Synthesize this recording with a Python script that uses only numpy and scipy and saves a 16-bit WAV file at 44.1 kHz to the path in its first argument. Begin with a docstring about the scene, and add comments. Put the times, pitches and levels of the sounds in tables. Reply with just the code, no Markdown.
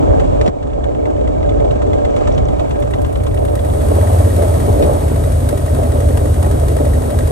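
"""A big twin-cylinder motorcycle rolls slowly along a country road, heard by a camera's two microphone ports.
Its exhaust is a sum of engine orders phased by two uneven firings; frame drone, air hiss and wind are
shaped noise; valve ticks and loose parts are struck resonances. A camera held out by hand gets knocked
and clicks; it cross-fades to one mounted near the engine, where the rider blips the throttle."""
import sys
import numpy as np
from scipy import signal
from scipy.fft import rfft, irfft, next_fast_len
from scipy.io import wavfile

SR = 44100
rng = np.random.default_rng(int(sys.argv[2]) if len(sys.argv) > 2 else 0)


def generate_wav(signal):
    """Clip the signal to [-1, 1] and save it as 16-bit WAV at the path in sys.argv[1]."""
    frames = np.transpose(np.atleast_2d(signal))
    scaled = np.clip(frames, -1, 1) * 32767
    pcm = np.round(scaled).astype(np.int16)
    wavfile.write(sys.argv[1], SR, pcm)


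N = 322371
T = np.arange(N) / SR  # seconds
SIZE = next_fast_len(N + 8192)
HZ = np.fft.rfftfreq(SIZE, 1 / SR)

# Engine speed. Each row: time in seconds, four-stroke cycles per second.
HELD_SPEED = [(0.0, 9.194), (0.7, 9.399), (1.2, 9.133), (1.75, 9.249), (2.0, 8.391), (2.35, 9.565),
              (2.75, 8.609), (3.0, 9.096), (3.9, 9.324)]
MOUNT_SPEED = [(2.3, 9.669), (3.0, 9.137), (3.45, 9.321), (3.7, 11.374), (3.85, 14.207), (4.0, 16.556),
               (4.2, 17.342), (4.45, 17.048), (4.6, 16.261), (4.75, 15.051), (4.98, 13.616), (5.4, 11.716),
               (5.7, 11.588), (6.1, 11.855), (6.6, 11.731), (7.0, 11.915), (7.31, 11.785)]
HELD_TICK_S, MOUNT_TICK_S = 0.197, 2.586  # time of one valve tick, which sets the cycle phase
# Source levels against engine speed. Each row: cycles per second, exhaust in dB, drone in dB, hiss in dB,
# tick in dB over the hiss.
HELD_LEVELS = [(9.2, -36.5, -23, -40.5, 5.5)]
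MOUNT_LEVELS = [(9.3, -26.5, -23, -41.5, 12.6), (11.8, -14, -23.5, -37, 4.5), (14, -13, -21.5, -36, 0.99),
                (17.3, -9, -22.5, -34.5, 0.27)]
# Road and load. Each row: time in seconds, exhaust and drone in dB over what the speed gives.
HELD_LOAD = [(0, -5, 1.5), (.2, -10, 0), (.28, -13, -1), (.48, -14, -1), (.6, 10.5, -0.5), (1.2, 12, 1),
             (2.3, -12, -1), (2.9, 4, -3), (2.99, 19, 1.5), (3.05, 0, -3), (3.6, 4, 0.5)]
MOUNT_LOAD = [(3.5, 8.5, -5), (3.97, 1, 1), (4.2, -1, 0), (4.35, -0.5, -1.5), (4.42, -3, 3.5),
              (4.6, -5.5, 0.5), (4.85, -0.5, 4), (5.0, 0.5, 0), (5.3, 2, -1), (5.9, 2.5, 0.5),
              (6.15, 2, -0.5), (6.5, 3.5, 0), (6.9, 4, 1.5), (7.0, 2, 1), (7.31, 1, -2)]

# Exhaust orders. Each row: multiple of the cycle rate, level in dB at each of the three ORDER_SPEEDS.
EXHAUST_ORDERS = [(3, -10, -26, -22), (4, -29, -10, -9), (5, -38, -15, 2), (6, -2.5, -4.5, -4),
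                  (7, 0, -3, -37), (8, 0, -12, -21.5), (9, 1, -9, -29), (10, -2.5, -27, -23.5),
                  (11, -3, -10.5, -25), (13, -2, -21, -26.5), (21, -18, -18.5, -55)]
# Engine speeds of the order levels, in cycles per second.
ORDER_SPEEDS = [9.3, 11.8, 17.3]
# Firings of the two cylinders. Each row: share of the cycle after the tick, level in dB.
FIRINGS = [(.63, 0), (.03, -1.4)]
PIPE_DELAY_S = 0.01363  # a firing takes this long to leave the pipe

# Frame resonances. Each row: frequency in Hz, width in Hz, peak in dB.
FRAME_MODES = [(243.2, 45, 5), (296.7, 22.5, 7), (425.5, 98, 5.5), (515, 12.5, 7), (583.9, 30, 10.5),
               (632, 140, 3.5), (1281, 78, 4.5)]
# Engine case resonances heard only close by. Each row: frequency in Hz, width in Hz, peak in dB.
CASE_MODES = [(1577, 40, 4), (2201, 40, 3), (2871, 40, 3), (3285, 50, 4), (3822, 50, 5.5), (8705, 90, 4.5),
              (11519, 150, 3)]
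# Drone parts, each lumpy on its own. Each row: from Hz, to Hz, level in dB, depth of the lumps in dB.
DRONE_BANDS = [(227, 359, -4.5, 1), (386, 550, -5.5, 2.5), (540, 690, -6.5, 2.5), (620, 1130, -8.5, 2.85)]
# Drone swells, twice a cycle. Each row: share of the cycle, level in dB.
SHUDDERS = [(0.39, -1), (0.12, -6.5)]

# Valve blows. Each row: share of the cycle, hiss burst in dB, cover ring in dB.
HELD_VALVES = [(0, 1, -3.5), (0.422, -8, -14), (0.698, -14, -20)]
MOUNT_VALVES = [(0, -0.5, -5), (0.229, -13, -6.5), (.42, -9, -23)]
# Valve cover modes, from the side and from above. Each row: frequency in Hz, width in Hz, level in dB.
HELD_COVER_MODES = [(1200, 80, 0), (1770, 70, 2), (2050, 80, 2), (2730, 90, -2), (3050, 90, -2),
                    (3470, 90, -1), (3800, 100, -4)]
MOUNT_COVER_MODES = [(1160, 100, -1), (1685, 90, -3), (1902, 70, 2), (2700, 100, -4), (3640, 100, -6)]
# Weakening of every second tick. 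Each row: time in seconds, level in dB.
HELD_WEAK_TICKS = [(0, -26), (1.8, -1), (2.1, 0.5)]
MOUNT_WEAK_TICKS = [(0, -0.41)]
# Ticks that stand out or fall back. Each row: time in seconds, level in dB over the usual tick.
HELD_ODD_TICKS = [(.628, -2), (.675, 5), (.733, 9), (.949, 8.5), (1.215, 13), (1.273, -2.5), (1.385, -5),
                  (1.434, 12), (1.493, 1), (1.65, 8), (2.162, 0), (2.483, -4), (2.596, 1), (2.707, -0.5),
                  (2.935, 2), (3.047, 0), (3.268, 3)]
MOUNT_ODD_TICKS = [(2.80, 3), (3.555, 2.8), (4.361, 2.3), (4.422, 5), (4.607, 1.9), (5.49, 4.8),
                   (6.172, 3.3), (6.256, 1.3), (6.427, 5), (6.682, 3.7), (7.188, 4.1), (7.27, 1)]
CLATTER_S, CLATTER_SHARE = 0.0017, 0.91  # a valve lands as a blow and a short rattle

# Loose parts. Each row: frequency in Hz, width in Hz, level in dB.
LOOSE_PART_MODES = [(1004, 27, -0.5), (1090, 60, -6), (1280, 37, -3), (1595, 70, 3), (2220, 84, -1.5)]
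RATTLE_PER_S, RATTLE_SPREAD_DB = 40, 9  # mean shakes per second of each part, range of their strength

HISS_GUST_SHARE = 0.35  # of the drone's gusts in dB
SWELL_S, SWELL_WIDTH_S, SWELL_DB = 2.25, 0.1, 3  # the hiss swells while roadside trees go by

# Wind on the ports. Each row: time in seconds, level in dB.
HELD_WIND = [(0, -16.5), (.41, -16.5), (.5, -22), (.54, -20), (.62, -20), (.85, -15.5), (1.1, -20.5),
             (1.4, -15.5), (2.2, -19.5), (2.4, -12), (2.6, -19), (3.5, -17.5)]
MOUNT_WIND = [(3.4, -27), (3.85, -20), (4.049, -25), (4.5, -19), (4.7, -17), (4.9, -18.5), (5.15, -22),
              (5.8, -23), (7.31, -21)]
THROB_DB = 2.2  # exhaust puffs push the wind at the ports once a cycle

# Bumps on the camera, and one loud valve tick at 0.413 s. Each row: time in seconds, rattle drive in dB,
# decay in seconds, sharpness of the blow as a multiple of the drive, thud in dB.
IMPACTS = [(0.413, -25.5, 0.0038, .5, -28), (0.462, -33, 0.0091, 0.27, -30),
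           (0.4784, -30.5, .002, 8.8, -12), (0.483, -42, 0.0018, 22, -35), (4.824, -30.5, 0.017, .3, -26)]
# Modes rung by the bumps and the loud tick. Each row: frequency in Hz, width in Hz, level in dB.
IMPACT_MODES = [(170, 60, 3), (330, 120, 8), (700, 300, 7), (1950, 600, -2), (3300, 1500, 0),
                (5500, 2500, -4)]
THUD_START_HZ, THUD_END_HZ, THUD_SAG_S, THUD_DECAY_S = 490, 59.7, 0.0068, 0.022
# Small bright clicks. Each row: time in seconds, level in dB, frequency in Hz.
GRIT = [(2.1066, -38, 5980), (2.1889, -36, 5850), (2.2777, -35, 5900), (2.3244, -32, 5820),
        (2.3411, -37, 5820), (2.3481, -34, 5900), (2.3481, -37, 3500), (2.378, -37, 6000),
        (2.4543, -32, 6160)]

# Microphone ports. Each row: frequency in Hz, relative left noise density in dB, right over left in dB,
# likeness of the two noises from 0 to 1, right phase in radians.
HELD_PORTS = [(19.8, -51, -7, 0.7, -20.5), (46, -42, 1.5, 1, 1.5), (77.5, -40.5, -3.5, 0.33, -0.16),
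              (174, -54, 3.5, 0.68, -3), (278, -44.5, -1.5, 0.73, -3), (761, -51, 4.5, 0.99, -3),
              (768, -52, -1, 0.88, -3.5), (1325, -68.5, 1, 0.41, -3), (1770, -73, -5.5, 0.87, -2),
              (3320, -78.5, -1, 1, -2), (5100, -88, -2.5, 0.1, -2), (7840, -83, -3, 0, 7),
              (10200, -104, 2.5, 0.8, -4.5), (16200, -118, 4, .1, -7)]
MOUNT_PORTS = [(25, -46, -1, .85, .1), (75, -36, 0, .9, 0), (170, -48, -1, .7, -.1),
               (240, -48, 0, .8, 1.55), (700, -52, 1, .93, 2), (950, -60, 1, .65, 2.8),
               (1350, -67, -1, .3, 3.6), (1850, -76, 5, .3, 6.2), (2600, -75, -3, .55, 4.2),
               (3700, -75.5, -5.5, .5, 4.8), (5300, -79, -8, .45, 5.5), (7500, -76, -4, .7, 5.2),
               (8600, -73, 0, .9, 6.3), (10500, -71, -1, .92, 9.8), (11800, -75, -1, .8, 12),
               (12900, -89, 0, .4, 13.7), (14700, -87, -1, .55, 16.5), (16000, -94, 0, .55, 18.7)]
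DIP_S, DIP_DB, DIP_ONSET_S, DIP_RECOVER_S = 0.496, -9, 0.0066, 0.9  # held sound drops and creeps back
FADE_START_S, FADE_END_S, FADE_IN_POWER, FADE_OUT_POWER = 2.15, 3.98, 1.54, 0.53
EDGE_HZ = 15850  # upper band limit


def gain_of(db):
    """Logarithmic level: decibels become an amplitude ratio."""
    return 10 ** (np.asarray(db) / 20)


def curve(table):
    """Linear interpolation: a table of times and values becomes a value at every sample."""
    return np.interp(T, *np.transpose(table))


def random_curve(points):
    """Slow random modulation: normal draws are joined by straight lines."""
    return np.interp(T, np.linspace(0, T[-1], num=points), rng.standard_normal(points))


def convolved(x, kernel):
    """Linear superposition: every impulse of x launches a copy of the kernel."""
    return signal.oaconvolve(x, kernel)[:N]


def exhaust_beats(cycles, rate, waver_db, lag_rad):
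    """Fourier synthesis: two uneven firings a cycle set the phases of slowly wavering engine orders."""
    out = np.zeros(N)
    for order, *db in EXHAUST_ORDERS:
        pair = sum(gain_of(g) * np.exp(-2j * np.pi * order * share) for share, g in FIRINGS)
        waver = random_curve(40)
        level = gain_of(np.interp(rate, ORDER_SPEEDS, db) + waver_db * waver)
        pipe_lag = 2 * np.pi * order * rate * PIPE_DELAY_S
        phase_waver = 0.83 * waver[::-1]
        phase = 2 * np.pi * order * cycles + np.angle(pair) - pipe_lag + lag_rad + phase_waver
        out += level * np.cos(phase)
    burn = np.interp(cycles - cycles[0], np.arange(200), rng.standard_normal(200))
    return out * gain_of(1.46 * burn)  # some cycles fire harder


def train(cycles, pattern, spread_db):
    """Periodic impulsive excitation: one blow of uneven strength at each marked place of every cycle."""
    out = np.zeros(N)
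    luck = rng.standard_normal((200, len(pattern)))
    burn_db = rng.standard_normal(200)  # no two cycles burn alike
    for k, (share, db) in enumerate(pattern):
        at = np.flatnonzero(np.diff(np.floor(cycles - share)))
        out[at] += gain_of(db + spread_db * luck[:len(at), k] + burn_db[:len(at)])
    return out


def band(lo_hz, hi_hz):
    """Band-pass filtering: smooth gains whose squares add up with their neighbours."""
    return np.sqrt(1 / (1 + (lo_hz / (HZ + 1)) ** 10) / (1 + (HZ / hi_hz) ** 10))


def resonance_gain(modes):
    """Resonance: each mode lifts the noise power around its frequency."""
    power = np.ones(len(HZ))
    for hz, width, db in modes:
        power += (gain_of(2 * db) - 1) / (1 + (2 * (HZ - hz) / width) ** 2) ** 2
    return np.sqrt(power)


def frame_drone(cycles, drone, gusts, peaks):
    """Forced vibration: noise bands coloured by resonances swell twice a cycle and lump separately."""
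    swell = 1.9 + 1.2 * convolved(train(cycles, SHUDDERS, spread_db=2.5), np.hanning(900))
    swell /= np.sqrt(np.mean(swell ** 2))
    noises = []
    for lo_hz, hi_hz, db, lumps_db in DRONE_BANDS:
        lumps = gain_of(db + lumps_db * random_curve(110))
        noises.append((band(lo_hz, hi_hz) * peaks, drone * gusts * lumps * swell))
    return noises


def ring(x, modes):
    """Damped free vibration: blows excite two-pole modes that die away."""
    out = np.zeros(N)
    for hz, width, db in modes:
        r, turn = np.exp(-np.pi * width / SR), 2 * np.pi * hz / SR
        out += gain_of(db) * signal.lfilter([0, r * np.sin(turn)], [1, -2 * r * np.cos(turn), r * r], x)
    return out


def fading(x, decay_s):
    """Exponential decay: each blow leaves a tail that dies away."""
    return signal.lfilter([1], [1, -np.exp(-1 / (decay_s * SR))], x)


def tick_strength(cycles, tick, weak_ticks, odd_ticks):
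    """Amplitude modulation: every second tick follows its own level and marked ticks differ."""
    odd = np.floor(cycles + 0.1) % 2
    marked_db = np.zeros(N)
    for s, db in odd_ticks:
        marked_db[round((s - 0.015) * SR):round((s + 0.035) * SR)] = db
    return tick * gain_of(odd * curve(weak_ticks) + marked_db)


def valve_ring(cycles, tick, valves, cover):
    """Impact excitation: each valve lands as a blow and a short rattle that ring the cover."""
    pattern = [(share, strike_db) for share, _, strike_db in valves]
    grain = rng.standard_normal(N) / np.sqrt(CLATTER_S * SR / 2)
    out = np.zeros(N)
    for mode in cover:
        signs = np.sign(rng.standard_normal(N))
        strikes = train(cycles, pattern, spread_db=1.8) * tick * signs
        clatter = CLATTER_SHARE * grain * fading(strikes, CLATTER_S)
        out += ring(strikes + clatter, [mode])
    return out


def loose_parts():
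    """Random excitation: scattered soft blows ring each loose part."""
    out = np.zeros(N)
    for mode in LOOSE_PART_MODES:
        struck = rng.random(N) < RATTLE_PER_S / SR
        strength = gain_of(-RATTLE_SPREAD_DB * rng.random(N))
        shakes = struck * strength * np.sign(rng.standard_normal(N))
        out += ring(convolved(shakes, np.hanning(12) / 3), [mode])
    return out


def air_hiss(cycles, hiss, tick, valves, gusts, peaks, tick_decay_s):
    """Modulated broadband noise: the hiss follows part of the gusts and bursts at each valve tick."""
    pattern = [(share, burst_db) for share, burst_db, _ in valves]
    ticks = tick * train(cycles, pattern, spread_db=1.0)
    t = T[:2000]
    burst = convolved(ticks, np.exp(-t / tick_decay_s) * (1 - np.exp(-t / 0.0018)))
    return band(922, 20000) * peaks, gusts ** HISS_GUST_SHARE * hiss * np.sqrt(1 + (2 * burst) ** 2)


def port_wind(cycles, wind_curve, throb_share):
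    """Low-frequency turbulence: wind noise at the ports throbs once a cycle."""
    throb_db = THROB_DB * np.cos(2 * np.pi * (cycles - throb_share))
    return band(35, 182.6), gain_of(curve(wind_curve) + throb_db)


def ports(table, sound, noises=()):
    """Partial coherence: port-coloured noises are partly alike; the direct sound differs in level and phase."""
    f, *columns = np.transpose(table)
    db, right_db, like, phase = (np.interp(np.log(HZ + 1), np.log(f), c) for c in columns)
    like = np.clip(like, 0, 1)
    turn = gain_of(right_db) * np.exp(1j * phase)
    colour = gain_of(db)
    mid_power = colour ** 2 * (1 + abs(turn) ** 2 + 2 * like * turn.real) / 4
    shared, apart = np.zeros((2, len(HZ)), complex)
    for gain, envelope in noises:
        filtered = colour * gain / np.sqrt(np.mean(mid_power * gain ** 2))  # unit power in the channel mean
        a, b = rfft(rng.standard_normal((2, N)) * envelope, SIZE) * filtered
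        shared, apart = shared + a, apart + b
    direct = rfft(sound, SIZE)
    right = turn * (direct + like * shared + np.sqrt(1 - like ** 2) * apart)
    return irfft(np.array([direct + shared, right]), SIZE)[:, :N]


def camera(speed, tick_s, levels, load, valves, cover, weak_ticks, odd_ticks, resonances, wind, table,
           tick_decay_s, ring_db, rattle_db, waver_db, throb_share):
    """Superposition: all sources share one engine phase and add up at one camera position."""
    rate = curve(speed)
    cycles = np.cumsum(rate) / SR
    cycles -= np.interp(tick_s, T, cycles)
    at_rate, *columns = np.transpose(levels)
    exhaust, drone, hiss, tick = (gain_of(np.interp(rate, at_rate, c)) for c in columns)
    at_s, exhaust_db, drone_db = np.transpose(load)
    exhaust = exhaust * gain_of(np.interp(T, at_s, exhaust_db))
    drone = drone * gain_of(np.interp(T, at_s, drone_db))
    hiss = hiss * gain_of(SWELL_DB * np.exp(-((T - SWELL_S) / SWELL_WIDTH_S) ** 2))
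    tick = tick_strength(cycles, tick, weak_ticks, odd_ticks)
    gusts = gain_of(0.52 * random_curve(90))
    peaks = resonance_gain(resonances)

    engine = exhaust * exhaust_beats(cycles, rate, waver_db, lag_rad=0.36)
    engine += gain_of(ring_db) * hiss * valve_ring(cycles, tick, valves, cover)
    engine += gain_of(rattle_db) * hiss * loose_parts()
    noises = frame_drone(cycles, drone, gusts, peaks)
    noises.append(air_hiss(cycles, hiss, tick, valves, gusts, peaks, tick_decay_s))
    noises.append(port_wind(cycles, wind, throb_share))
    return ports(table, engine, noises)


def impacts():
    """Impact response: bumps and one loud valve tick ring modes by a blow and a rattle, over a sagging thud."""
    drive, thuds, t = np.zeros(N), np.zeros(N), T[:4096]
    sag_turns = (THUD_START_HZ - THUD_END_HZ) * THUD_SAG_S * (1 - np.exp(-t / THUD_SAG_S))
    thud = np.exp(-t / THUD_DECAY_S) * np.sin(2 * np.pi * (THUD_END_HZ * t + sag_turns))
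    for s, db, decay_s, sharpness, thud_db in IMPACTS:
        at = round(s * SR)
        drive[at:at + len(t)] += gain_of(db) * rng.standard_normal(len(t)) * np.exp(-t / decay_s)
        drive[at] += sharpness * gain_of(db)
        thuds[at:at + len(t)] += gain_of(thud_db) * thud
    soft = convolved(drive, np.hanning(7) / 3)
    return ports(HELD_PORTS, gain_of(-2.5) * ring(soft, IMPACT_MODES)) + thuds


def grit():
    """Short wave packets: a Gaussian envelope leaves a few cycles of each bright click."""
    out, t = np.zeros(N), T[:128]
    envelope = np.exp(-((t - 0.001) / 0.00042) ** 2)
    for s, db, hz in GRIT:
        at = round(s * SR)
        out[at:at + len(t)] += gain_of(db) * envelope * np.sin(2 * np.pi * hz * t)
    return out * gain_of([[1.5], [-1.5]])  # left, right


def scene():
    """Cross-fading: the hand-held sound dips briefly, then yields to the mounted camera."""
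    held = camera(HELD_SPEED, HELD_TICK_S, HELD_LEVELS, HELD_LOAD, HELD_VALVES, HELD_COVER_MODES,
                  HELD_WEAK_TICKS, HELD_ODD_TICKS, FRAME_MODES, HELD_WIND, HELD_PORTS,
                  tick_decay_s=0.0097, ring_db=5.0, rattle_db=6.0, waver_db=-3.5, throb_share=0.082)
    mount = camera(MOUNT_SPEED, MOUNT_TICK_S, MOUNT_LEVELS, MOUNT_LOAD, MOUNT_VALVES, MOUNT_COVER_MODES,
                   MOUNT_WEAK_TICKS, MOUNT_ODD_TICKS, FRAME_MODES + CASE_MODES, MOUNT_WIND, MOUNT_PORTS,
                   tick_decay_s=0.0062, ring_db=-4.5, rattle_db=-19, waver_db=1.0, throb_share=0.69)
    since = np.maximum(T - DIP_S, 0)
    dip = gain_of(DIP_DB * np.minimum(since / DIP_ONSET_S, 1) * np.exp(-since / DIP_RECOVER_S))
    fade = np.clip((T - FADE_START_S) / (FADE_END_S - FADE_START_S), 0, 1)
    held_part = held * dip * (1 - fade) ** FADE_OUT_POWER
    return held_part + mount * fade ** FADE_IN_POWER + impacts() + grit()


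def record(dry):
    """Band limiting and soft saturation: the camera cuts deep bass, rounds high peaks, then cuts the top."""
    cut = signal.sosfilt(signal.butter(3, 30, "high", fs=SR, output="sos"), dry)
    over = np.maximum(abs(cut) - 0.7, 0)
    rounded = cut - np.sign(cut) * (over - 0.3 * np.tanh(over / 0.3))
    edge = signal.firwin(511, EDGE_HZ, window=("kaiser", 9), fs=SR)
    return np.clip(signal.oaconvolve(rounded, edge[None], "same"), -1, 1)


dry = scene()
out = record(dry)
generate_wav(out)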